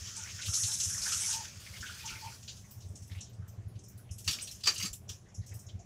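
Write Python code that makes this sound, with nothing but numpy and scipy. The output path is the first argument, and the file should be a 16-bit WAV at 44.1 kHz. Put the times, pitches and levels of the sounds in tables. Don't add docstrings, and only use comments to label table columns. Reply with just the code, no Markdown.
import sys
import numpy as np
from scipy import signal
from scipy.io import wavfile
from scipy.ndimage import uniform_filter1d

SR = 44100
rng = np.random.default_rng(int(sys.argv[2]) if len(sys.argv) > 2 else 0)


def boost(x):
    u = np.asarray(x, float) / 20
    return 10 ** u


def inscribe(sig):
    pcm = np.round(np.clip(np.atleast_2d(sig).T, -1, 1) * 32767)
    wavfile.write(sys.argv[1], SR, pcm.astype(np.int16))


N = 257984
FRAME_S = np.arange(N // 64 + 8) * 64 / SR

GATE_HZ = [1000, 2500, 5000, 7700, 9500, 12000, 15700]


def evened(x):
    return x / np.sqrt(np.mean(x ** 2) + 1e-20)


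def read(points, hz):
    f, value = np.transpose(points)
    return np.interp(np.log(hz + 1), np.log(f + 1), value)


def add(mix, s, sound):
    part = mix[round(s * SR):][:len(sound)]
    part += sound[:len(part)]


def together(*db):
    return np.sqrt(sum(boost(d) ** 2 for d in db))


def column(tables, t, order, silent=-110):
    out = np.full(len(t), float(silent))
    for rows in tables:
        rows = np.array(rows)
        inside = (t >= rows[0, 0]) & (t <= rows[-1, 0])
        out[inside] = np.interp(t[inside], rows[:, 0], rows[:, order])
    return out


def drifting(noise, bins, frames):
    return evened(uniform_filter1d(uniform_filter1d(noise, size=bins, axis=0), size=frames, axis=1))


def resonate(x, hz, width):
    turn = np.exp(2j * np.pi * np.cumsum(hz * np.ones(len(x))) / SR)
    r = np.exp(-np.pi * width / SR)
    return 2 * (turn * signal.lfilter([1 - r], [1, -r], x / turn + 1e-18)).real


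def droplets(per_s, spread_db, share):
    hit = rng.random(N) < per_s / SR
    size = boost(spread_db * np.minimum(rng.exponential(1, N), 4)) * hit
    grain = rng.standard_normal(120) * np.exp(-np.arange(120) / 25)
    share = np.clip(share, 0, 1)
    impacts = evened(signal.oaconvolve(size, grain)[:N])
    return evened(share * impacts + (1 - share) * rng.standard_normal(N))


def banded(x, gains, patchy_db):
    # frequency in Hz, level in dB per Hz.
    jet_colour = [(590, -47), (1000, -34.5), (1160, -42), (1430, 1.5), (2000, -3), (2660, -6), (3850, -8.5),
                  (4850, -6), (6320, -3.5), (11500, -21.5), (12600, -21), (15700, -23)]
    bin_hz = np.fft.rfftfreq(256, 1 / SR)
    z = signal.stft(x, nperseg=256, noverlap=192)[2]
    patches = drifting(rng.standard_normal(z.shape), bins=4, frames=30)
    z = z / np.sqrt(np.mean(abs(z) ** 2, axis=1, keepdims=True)) * boost(patchy_db * patches)
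    shape = np.zeros(z.shape)
    for lo, hi, gain in zip(GATE_HZ, GATE_HZ[1:], gains):
        band = uniform_filter1d(1. * (bin_hz >= lo) * (bin_hz < hi), size=3)
        tint = boost(read(jet_colour, bin_hz)) * band
        shape += np.outer(tint / np.linalg.norm(tint), gain[:z.shape[1]])
    return signal.istft(z * shape, nperseg=256, noverlap=192)[1][:N]


def room_tone():
    # frequency in Hz, level in dB per Hz.
    room_colour = [(12, -47), (20, -36.5), (107, -4), (126, -10.5), (283, -27.5), (418, -25.5), (481, -29),
                   (710, -29.5), (913, -36.5), (1110, -35.5), (1240, -39.5), (1990, -41), (4230, -46.5),
                   (6610, -44), (15700, -65)]
    room_db = -56
    frames, hz = N // 512 + 6, np.fft.rfftfreq(2048, 1 / SR)
    a, b, noise = rng.standard_normal((frames, 1025, 3)).T
    patches = drifting(noise, bins=40, frames=6)
    modes_db = 2.95 * np.exp(-((hz - 100) / 18) ** 2)
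    modes_db -= 7.4 * np.exp(-((hz - 140) / 18) ** 2)
    modes_db += 5.5 * np.exp(-((hz - 190) / 30) ** 2)
    colour_db = np.maximum(read(room_colour, hz), -59) + modes_db
    z = (a + 1j * b) * boost(colour_db[:, None] + 2.0 * patches * (hz > 300)[:, None])
    return boost(room_db + 2.5) * evened(signal.istft(z, nperseg=2048, noverlap=1536)[1][:N])


def shuffles():
    # time in seconds, level in dB, pitch in Hz.
    puffs = [(0.105, -59, 143), (0.469, -46, 143), (0.742, -50, 159), (0.867, -55, 143), (1.508, -47, 143),
             (1.79, -49, 183), (1.838, -47, 180), (2.1, -47, 180), (2.764, -52, 143), (2.937, -42.5, 151),
             (3.099, -49, 148), (3.208, -46, 153.4), (3.568, -47, 143), (3.694, -46.5, 143),
             (3.765, -46, 155), (3.924, -49, 176), (4.28, -36.5, 141), (4.35, -43, 170), (4.674, -43, 392),
             (4.835, -39.5, 184), (5.004, -47, 170), (5.078, -49.5, 173), (5.376, -47, 144),
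             (5.746, -46, 180)]
    out, count = np.zeros(N), round(.07 * SR)
    for s, db, hz in puffs:
        puff = resonate(resonate(rng.standard_normal(2 * count), hz, 70), hz, 140)[count:]
        add(out, max(s - .015, 0), boost(db - 11.0) * evened(puff) * np.hanning(count))
    return out


def bumps():
    # time in seconds, peak in dB.
    mode_knocks = [(0.33, -47), (0.475, -29.5), (0.629, -34.5), (0.861, -36.5), (0.932, -40.5),
                   (1.148, -42), (1.562, -43), (1.694, -43), (2.247, -45), (2.761, -40), (2.848, -38.5),
                   (2.895, -36.5), (3.004, -40), (3.107, -36.5), (3.161, -36), (3.33, -44), (3.383, -35),
                   (3.419, -41), (3.51, -46), (4.149, -41.5), (3.482, -45.5), (3.576, -37), (3.652, -35.5),
                   (3.746, -36), (3.946, -39), (4.266, -33.5), (4.636, -43), (4.81, -45.5), (4.999, -46),
                   (5.085, -41), (5.383, -30), (5.501, -40), (5.547, -39.5), (5.659, -40), (5.738, -33.5)]
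    # time in seconds, peak in dB, pitch in Hz.
    thuds = [(0.0063, -42, 81), (0.063, -45, 110), (2.109, -50, 53), (6.4, -44, 65), (4.105, -53, 84),
             (4.102, -35, 87.5), (4.9, -44, 51.6), (4.829, -40, 188), (4.272, -43, 172), (5.797, -51, 67),
             (1.79, -47, 66), (1.8, -42.5, 95), (1, -49, 58), (9.5, -40, 40), (2.63, -47, 92)]
    mode_hz, scatter_share = 100, .05
    knocks = [(s, db, mode_hz * (1 + scatter_share * rng.standard_normal())) for s, db in mode_knocks]
    knocks = knocks + thuds
    out, t = np.zeros(N), np.arange(round(.052 * SR)) / SR
    phases = rng.random((len(knocks), 2))
    for (s, db, hz), (a, b) in zip(knocks, phases):
        wave = np.sin(2 * np.pi * (hz * t + a))
        wave += 0.16 * np.sin(2 * np.pi * (1.683 * hz * t + b))
        wave += 0.14 * np.sin(2 * np.pi * (0.6 * hz * t + b))
        add(out, max(s - .008, 0), boost(db) * wave * np.hanning(len(t)))
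    return out


def gurgle():
    # time in seconds, peak in dB,
    # pitch in Hz, length in seconds.
    blips = [(0.388, -38.5, 1544, 0.059), (0.429, -33, 2400, 0.018), (0.482, -36, 1390, 0.04),
             (0.526, -43, 1346, 0.048), (0.5735, -44, 1350, 0.055), (0.686, -44, 1570, 0.063),
             (0.9, -42.5, 1560, 0.08), (0.946, -39.5, 1800, 0.03), (1.056, -29, 1630, 0.069),
             (1.118, -37, 1360, 0.12), (1.235, -35, 2300, 0.022), (1.449, -42.5, 1730, 0.05),
             (1.663, -39.5, 2100, 0.037), (1.734, -42.5, 2140, 0.066), (1.826, -34, 1580, 0.12),
             (1.892, -38, 1496, 0.18), (2.085, -36.5, 2560, 0.1), (2.103, -39.5, 1426, 0.12),
             (2.1506, -38.5, 2280, 0.054), (2.271, -40, 2410, 0.053), (2.32, -46, 1440, 0.026),
             (3.986, -57, 1510, 0.048), (4.387, -37, 2600, 0.018), (5.513, -52, 1900, 0.03),
             (0.21, -45, 3260, 0.057), (0.454, -34.5, 3470, 0.072), (0.532, -31, 4440, 0.12),
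               (0.634, -29, 4300, 0.054), (0.715, -34, 3950, 0.04), (1.76, -42, 3120, 0.059),
               (1.8606, -36, 3030, 0.069), (2.075, -37, 2950, 0.053), (4.09, -53.5, 2800, 0.059),
               (5.695, -48, 3300, 0.022)]
    # time in seconds, level in dB, length in seconds.
    hums = [(0.157, -62, 0.079), (0.664, -59, 0.074), (1.063, -56.5, 0.023), (1.206, -58.5, 0.041),
            (1.271, -60, 0.049), (1.309, -51.5, 0.15), (2.033, -52.5, 0.046), (2.083, -62.5, 0.12),
            (2.209, -49, .095)]
    # time in seconds, level in dB, pitch in Hz, length in seconds.
    squeaks = [(0.061, -67, 1350, 0.13), (0.165, -59, 1475, 0.11), (0.428, -65, 540, 0.055),
               (1.691, -67, 546, .04), (5.419, -69, 1900, 0.035), (5.784, -63, 692, 0.06)]
    drain_hz, width_share = 898, .065
    out, age_s = np.zeros(N), np.arange(8000) / SR
    for s, db, hz, length_s in blips:
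        width_hz = .1 * hz * max(hz / 1400, 1)
        glide_hz = hz * (0.977 + 0.32 * age_s)
        ring = resonate(rng.standard_normal(len(age_s)), glide_hz, width_hz)
        ring = evened(resonate(ring, glide_hz, 3 * width_hz))
        decay_db = 25 * age_s / np.clip(length_s, .015, .09)
        add(out, s, boost(db - 7.5 - decay_db) * np.clip(age_s / 0.002, 0, 1) * ring)
    drain = [(s, db, drain_hz, length_s) for s, db, length_s in hums]
    for s, db, hz, length_s in drain + squeaks:
        count = round(np.clip(length_s, .015, .17) * SR)
        ring = resonate(rng.standard_normal(len(age_s)), hz, width_share * hz)
        ring = resonate(ring, hz, 2 * width_share * hz)[-count:]
        add(out, s, boost(db) * evened(ring) * signal.windows.tukey(count, .6))
    return out


def sweeps():
    # time in seconds, level in dB, start in Hz, end in Hz, length in seconds.
    slides = [(0.25, -50.5, 1830, 3100, 0.078), (0.38, -54, 1800, 3300, 0.077),
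              (0.534, -40, 4440, 4700, 0.038), (1.015, -40, 4800, 5100, 0.028),
              (1.178, -53, 3300, 3800, 0.018), (1.301, -46, 3200, 4100, .05), (3.092, -62, 2100, 2360, .05),
              (3.097, -60.5, 3400, 3100, 0.044), (3.14, -58, 2140, 3200, 0.073),
              (3.23, -69, 3700, 2900, 0.1), (3.4, -70, 1400, 1500, .1), (2.635, -68, 2100, 2000, .035),
              (0.645, -53, 3600, 3700, .16), (0.3, -50, 5000, 5600, .03), (4.383, -49.5, 2600, 7500, .04),
              (2.813, -65.5, 4700, 3600, 0.046), (5.242, -72, 1800, 1900, 0.089),
              (5.41, -71, 3800, 4000, 0.044), (5.683, -61, 3200, 3400, 0.028),
              (5.51, -63, 2800, 1800, 0.029)]
    out, drive = np.zeros(N), droplets(per_s=900, spread_db=3.5, share=.6)
    for s, db, from_hz, to_hz, length_s in slides:
        count = round(np.clip(length_s, .015, .2) * SR)
        hz = np.geomspace(from_hz, to_hz, count)
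        width_hz = .3 * (from_hz + to_hz) / 2
        ring = resonate(resonate(drive[round(s * SR):][:count], hz, width_hz), hz, 2 * width_hz)
        add(out, s, boost(db) * evened(ring) * signal.windows.tukey(count, .4))
    return out


def clinks():
    # time in seconds, peak in dB, pitch in Hz, t60 in seconds.
    rib_hits = [(4.2768, -20.5, 4456, 0.083), (4.287, -23, 4620, 0.067), (4.279, -25, 2530, .05),
                (4.311, -28, 5500, .05), (4.311, -28, 7000, .04), (4.331, -40, 2890, 0.057),
                (4.334, -28, 5380, .08), (4.3865, -33, 2400, 0.034), (4.4095, -40, 2900, 0.055),
                (4.443, -35, 5800, 0.12), (4.4728, -42, 3050, 0.061), (4.49, -39, 4020, 0.072),
                (4.5123, -37, 5430, .08), (4.421, -34, 8200, .05), (4.638, -26, 4690, 0.084),
                (4.6584, -20.5, 4770, 0.045), (4.6734, -22, 4800, .07), (4.6734, -19, 6400, 0.069),
                (4.674, -38, 2460, 0.055), (4.673, -34.5, 1300, .08), (4.671, -32, 906, .08),
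                (4.7587, -34, 2920, 0.11), (4.7587, -34, 4800, .06), (4.7796, -30.5, 6400, .06),
                (4.799, -28, 2950, 0.09), (4.803, -28, 4700, 0.11), (4.8135, -29, 2370, .04),
                (4.825, -28, 4770, 0.15), (4.826, -30, 2780, .1), (4.833, -26.5, 6300, 0.092),
                (4.855, -29, 7500, 0.081), (4.862, -35, 4300, .07), (4.9313, -30.5, 7330, 0.025),
                (5.0955, -35, 5980, .06)]
    tick_db = -5
    out, t = np.zeros(N), np.arange(5000) / SR
    draws = rng.standard_normal((len(rib_hits), 7, 2))
    for (s, db, hz, t60_s), draw in zip(rib_hits, draws):
        ring = sum(np.sin(2 * np.pi * ((hz + 130 * d) * t + p)) for d, p in draw)
        ring = ring * boost(-60 * t / np.clip(t60_s, .02, .1)) * np.clip(t / .0006, 0, 1)
        tick = np.diff(rng.standard_normal(len(t) + 1)) * np.exp(-t / .0012)
        add(out, s, boost(db - 6.0) * (ring / abs(ring).max() + boost(tick_db) * tick / abs(tick).max()))
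    return out


def hose_ring(x):
    # frequency in Hz, level in dB, t60 in seconds.
    modes = [(900, -8, 0.124), (1100, 0, 0.031), (1257, 3, 0.05), (1900, 0.5, 0.012), (2260, 1.5, 0.0062),
             (3020, 2.5, 0.064), (4015, 2, 0.056), (4670, 9.5, 0.03), (5630, 1, 0.069), (6870, -2, 0.048),
             (7320, -3.5, 0.038)]
    return sum(boost(db) * resonate(resonate(x, hz, 3.6 / t60_s + 60), hz, 460) for hz, db, t60_s in modes)


def slaps():
    # time in seconds, peak in dB, low body (around 370 Hz) in dB.
    slap_hits = [(4.2782, -18.5, -50), (4.3481, -33, -69), (4.4092, -51, -62), (4.6379, -29, -63),
                 (4.659, -25, -80), (4.6723, -12, -41.5), (4.8018, -23.5, -66), (4.8396, -23, -55),
                 (5.0955, -33, -53)]
    # loudest time in seconds, level in dB, rise in dB per s, fall in dB per s.
    scrapes = [(4.279, -29, 9003, 326), (4.675, -14, 2500, 600), (4.868, -33, 210, 900)]
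    t, now = np.arange(4000) / SR, np.arange(N) / SR
    drag = together(*(db - np.maximum(rise * (s - now), fall * (now - s)) for s, db, rise, fall in scrapes))
    out = boost(-6.5) * drag * evened(hose_ring(droplets(per_s=1300, spread_db=2.5, share=0.96)))
    for s, db, body_db in slap_hits:
        rings = hose_ring(rng.standard_normal(len(t)) * np.exp(-t / 0.0098) + 5.5 * (t == 0))
        push = resonate(rng.standard_normal(len(t)), 370, 150) * np.exp(-t / .03)
        rattle = boost(db - 12) * rings / abs(rings).max()
        add(out, s, rattle + boost(body_db - 2.5) * push / abs(push).max())
    return out


def gate(s):
    tail_s = [0.32, 0.19, 0.27, 0.2, 0.3, 0.24]
    age_s, near = FRAME_S - s, 4.25 < s < 5.05
    rise = np.clip((age_s + .001) / (.002 if near else .005), 0, 1)
    t60_s = np.array(tail_s)[:, None] * (0.67 if near else 1)
    return rise * boost(-60 * np.maximum(age_s - .008, 0) / t60_s)


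def splashes():
    # time in seconds, peak in dB, heavy drops and finest drops in dB re peak.
    spurts = [(0.067, -35, -13.5, -47), (0.163, -34, -33, -38), (0.414, -33.5, -5, -45),
              (0.4594, -34.5, -3, -13), (0.537, -20.5, -44, -48), (0.632, -26, -11, -38),
              (0.799, -19.5, -15, -33), (0.834, -21.5, -19.5, -27), (1.12, -22.5, -8.5, -31),
              (1.2067, -41, -29, -21), (1.325, -24.5, -11, -26), (1.805, -36, -11, -35),
              (1.8614, -42, -26, -41), (2.0544, -29.5, -32, -49), (2.427, -39.5, -15, -42)]
    drips = [(2.477, -38.5, -1.5, -47), (2.486, -36, -7, -55), (2.566, -43.5, -10.5, -23),
             (2.707, -49, -12, -11), (2.803, -46, -15, -32), (2.953, -41.5, -17.5, -29),
             (3.02, -44.5, -20, -28), (3.0734, -56, -11, -5), (3.205, -35, -16, -37), (3.33, -56, -9, -23),
             (3.477, -51.5, -15, -17), (3.7534, -60.5, 0.5, -26), (3.7878, -52, -14, -33),
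             (3.8357, -46, -26, -27), (3.881, -47.5, -43, -19), (3.9749, -59.5, -7, 2),
             (4.108, -40.5, -32, -35), (4.181, -40, -14, -9.5), (4.242, -41, -10, -15),
             (5.0898, -32.5, -10, -28), (5.343, -41, -33, -42), (5.4335, -56, -9, -27),
             (5.462, -44, -22, -20), (5.4869, -44.5, -17, -33), (5.538, -48, -15, -5),
             (5.59, -45, -25, -19), (5.663, -45, -38, -60), (5.79, -48, -20, -55)]
    slops = [(4.277, -22.5, -5.5, -21.5), (4.309, -29.5, -6, -13.5), (4.329, -30.5, -1.5, -29),
             (4.3864, -52, 7, -20), (4.4095, -39, -12, -25), (4.421, -39, -20, -13), (4.443, -42, -23, -31),
             (4.4728, -39, -2, -15), (4.512, -36.5, -13, -16.5), (4.548, -44, -16, -28),
             (4.606, -45, -6.5, -24), (4.635, -33.5, -2.5, -25), (4.6564, -28, -8, -27),
             (4.671, -18, -10, -33), (4.742, -33.5, -12, -15), (4.758, -36.5, -3, -26),
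             (4.7796, -31.5, -7, -19), (4.799, -31.5, -14, -17), (4.825, -29.5, -3, -17.5),
             (4.851, -30.5, -8.5, -15), (4.93, -40, -12, -4), (4.953, -51.5, -14, -4), (5.032, -70, -10, 0)]
    # time in seconds, peak in dB, band index 2-5.
    sprinkles = [(2.7085, -49, 5), (2.8828, -59, 3), (2.9545, -52, 3), (3.206, -55, 3), (3.478, -58, 5),
                 (3.6795, -64, 4), (3.7878, -62, 3), (3.882, -56, 5), (3.9749, -60, 4), (4.109, -52, 3),
                 (4.111, -51, 4), (4.421, -36.5, 3), (5.3443, -60, 4), (5.5907, -58, 5), (5.5907, -52, 3),
                 (5.538, -59, 3), (5.462, -72, 3), (0.163, -40.5, 3), (0.414, -46, 3), (3.02, -60, 3),
                 (0.5356, -36.5, 4), (1.2067, -30.5, 3), (3.478, -63.5, 2), (3.9749, -67, 3),
                 (5.0898, -56, 5), (3.29, -66, 5), (3.68, -70, 5), (5.08, -51, 2), (5.285, -60, 2)]
    fine_slope = [0.46, 0.71, 0.9]
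    below_db, scatter_db = 21, 1.5
    power = np.zeros((6, len(FRAME_S)))
    for s, peak_db, heavy_db, fine_db in spurts + drips + slops:
        low_db = peak_db + heavy_db
        scatter = scatter_db * rng.standard_normal(len(fine_slope))
        high_db = peak_db - 3 + fine_db * np.array(fine_slope) + scatter
        bands_db = np.array([low_db - below_db, low_db, peak_db - 6, *high_db])
        power += (gate(s) * boost(bands_db[:, None])) ** 2
    for s, db, band in sprinkles:
        power[round(band)] += (gate(s)[round(band)] * boost(db)) ** 2
    drops = droplets(per_s=2500, spread_db=3.5, share=.25)
    return boost(-8.0) * banded(drops, np.sqrt(power), patchy_db=2.0)


def hollows():
    # frequency in Hz, width in Hz, level in dB.
    cavities = [(1350, 530, -3), (1880, 200, -5.5), (2490, 600, -1), (3270, 1250, 5), (4420, 1140, 4.5)]
    drive = droplets(per_s=1100, spread_db=3.5, share=0.4)
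    swell = uniform_filter1d(rng.standard_normal((len(cavities), N // 64 + 1)), size=40, axis=1)
    swell = uniform_filter1d(evened(swell), size=4, axis=1)
    swell_db = 3.2 * np.repeat(swell, 64, axis=1)[:, :N]
    out = np.zeros(N)
    for (hz, width_hz, db), cavity_db in zip(cavities, swell_db):
        ring = resonate(resonate(drive, hz, width_hz), hz, 1.37 * width_hz)
        out += boost(db + cavity_db) * evened(ring)
    return evened(out)


def spray():
    # time in seconds, jets on the coat in dB, run-off pattering down in dB.
    flow = [
        [(0.0, -45, -50.5), (0.41, -44, -50), (0.5, -35.5, -61), (0.598, -32.5, -48), (0.7, -33, -49.5),
         (0.77, -35, -52), (0.93, -34, -49), (0.99, -36.5, -48), (1.06, -33.5, -42.5), (1.31, -34, -44.5),
         (1.45, -45, -47), (1.538, -54.5, -55.5), (1.95, -52, -49.5), (2.122, -51, -47.5), (2.34, -53, -53),
         (2.42, -59.5, -64.5), (3.016, -68.5, -82), (3.2, -64, -69)],
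        [(4.24, -75, -110), (4.278, -45.5, -46), (4.615, -63, -69.5)],
        [(4.62, -87, -85), (4.682, -56, -37.5), (4.98, -65, -100)],
    ]
    full_db, fizz_db, fizz_growth, mist_db = -32.5, -36.5, 2, -59.5
    runoff_ref_db, runoff_follow, runoff_fizz_db, runoff_mist_db = -47, 0.53, -60.5, -65
    lift_s, lift_db = 1.6, 4.5
    flicker_db = 1.1 * evened(uniform_filter1d(rng.standard_normal(len(FRAME_S)), size=14))
    jets_db = column(flow, FRAME_S, order=1)
    runoff_db = column(flow, FRAME_S, order=2, silent=-140)
    hard_db = jets_db - full_db
    spatter_db = runoff_follow * np.minimum(runoff_db - runoff_ref_db, 6.0) + lift_db * (FRAME_S > lift_s)
    patter = boost(runoff_db + flicker_db)
    fizz = boost(flicker_db) * together(fizz_db + fizz_growth * hard_db, runoff_fizz_db + spatter_db)
    mist = boost(flicker_db) * together(mist_db + hard_db, runoff_mist_db + spatter_db)
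    gains = [boost(-11) * patter, boost(-5.5) * patter, boost(jets_db + flicker_db),
             boost(-1.5) * fizz, np.hypot(boost(-6.0) * fizz, boost(-2) * mist), mist]
    hiss = boost(-4.5) * banded(droplets(per_s=1300, spread_db=3.5, share=0.21), gains, patchy_db=1.9)
    return hiss + boost(-4.0) * np.interp(np.arange(N) / SR, FRAME_S, patter) * hollows()


def tiles(x, t60_s):
    at = np.arange(150, 9000, 22)
    taps = np.zeros(9100)
    jittered = at + rng.integers(0, 22, len(at))
    taps[jittered] = rng.choice([-1., 1.], len(at)) * boost(-60 * at / SR / t60_s)
    return signal.oaconvolve(x, taps / np.linalg.norm(taps))[:N]


def scene():
    wet = gurgle() + slaps() + clinks() + sweeps()
    water = spray() + splashes() + bumps() + room_tone()
    echo = boost(-5) * tiles(wet, t60_s=.14)
    return (wet + echo + water + shuffles())[None]


def starve(x, margin_db, share):
    z = signal.stft(x, nperseg=512, noverlap=384)[2]
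    hz = np.fft.rfftfreq(512, 1 / SR)
    top = hz > GATE_HZ[-2]
    jets = (hz > GATE_HZ[2]) & (hz < GATE_HZ[3])
    top_db, jets_db = (10 * np.log10(uniform_filter1d((abs(z[b]) ** 2).mean(0), size=8) + 1e-20)
                       for b in (top, jets))
    patches = drifting(rng.standard_normal(z.shape), bins=5, frames=22)
    masked = np.clip(share * (jets_db - top_db - margin_db) + patches - 2.5, 0, 1)
    faint_db = np.percentile(top_db, 11) - top_db
    lost = np.clip(.4 * faint_db + patches + (hz[:, None] - 14800) / 1000, 0, 1) * (faint_db > 0)
    cut_db = -35 * np.maximum(masked, lost) * top[:, None]
    return signal.istft(z * boost(cut_db), nperseg=512, noverlap=384)[1][:N]


def top_cut(x):
    return signal.sosfilt(signal.butter(12, 16610, fs=SR, output="sos"), x)


def record(dry):
    edge = signal.firwin(301, 15700, window=("kaiser", 8), fs=SR)
    thin = starve(dry[0], margin_db=22, share=.25)
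    mix = signal.oaconvolve(thin, edge, "same")[None]
    return top_cut(mix)


dry = scene()
out = record(dry)
inscribe(out)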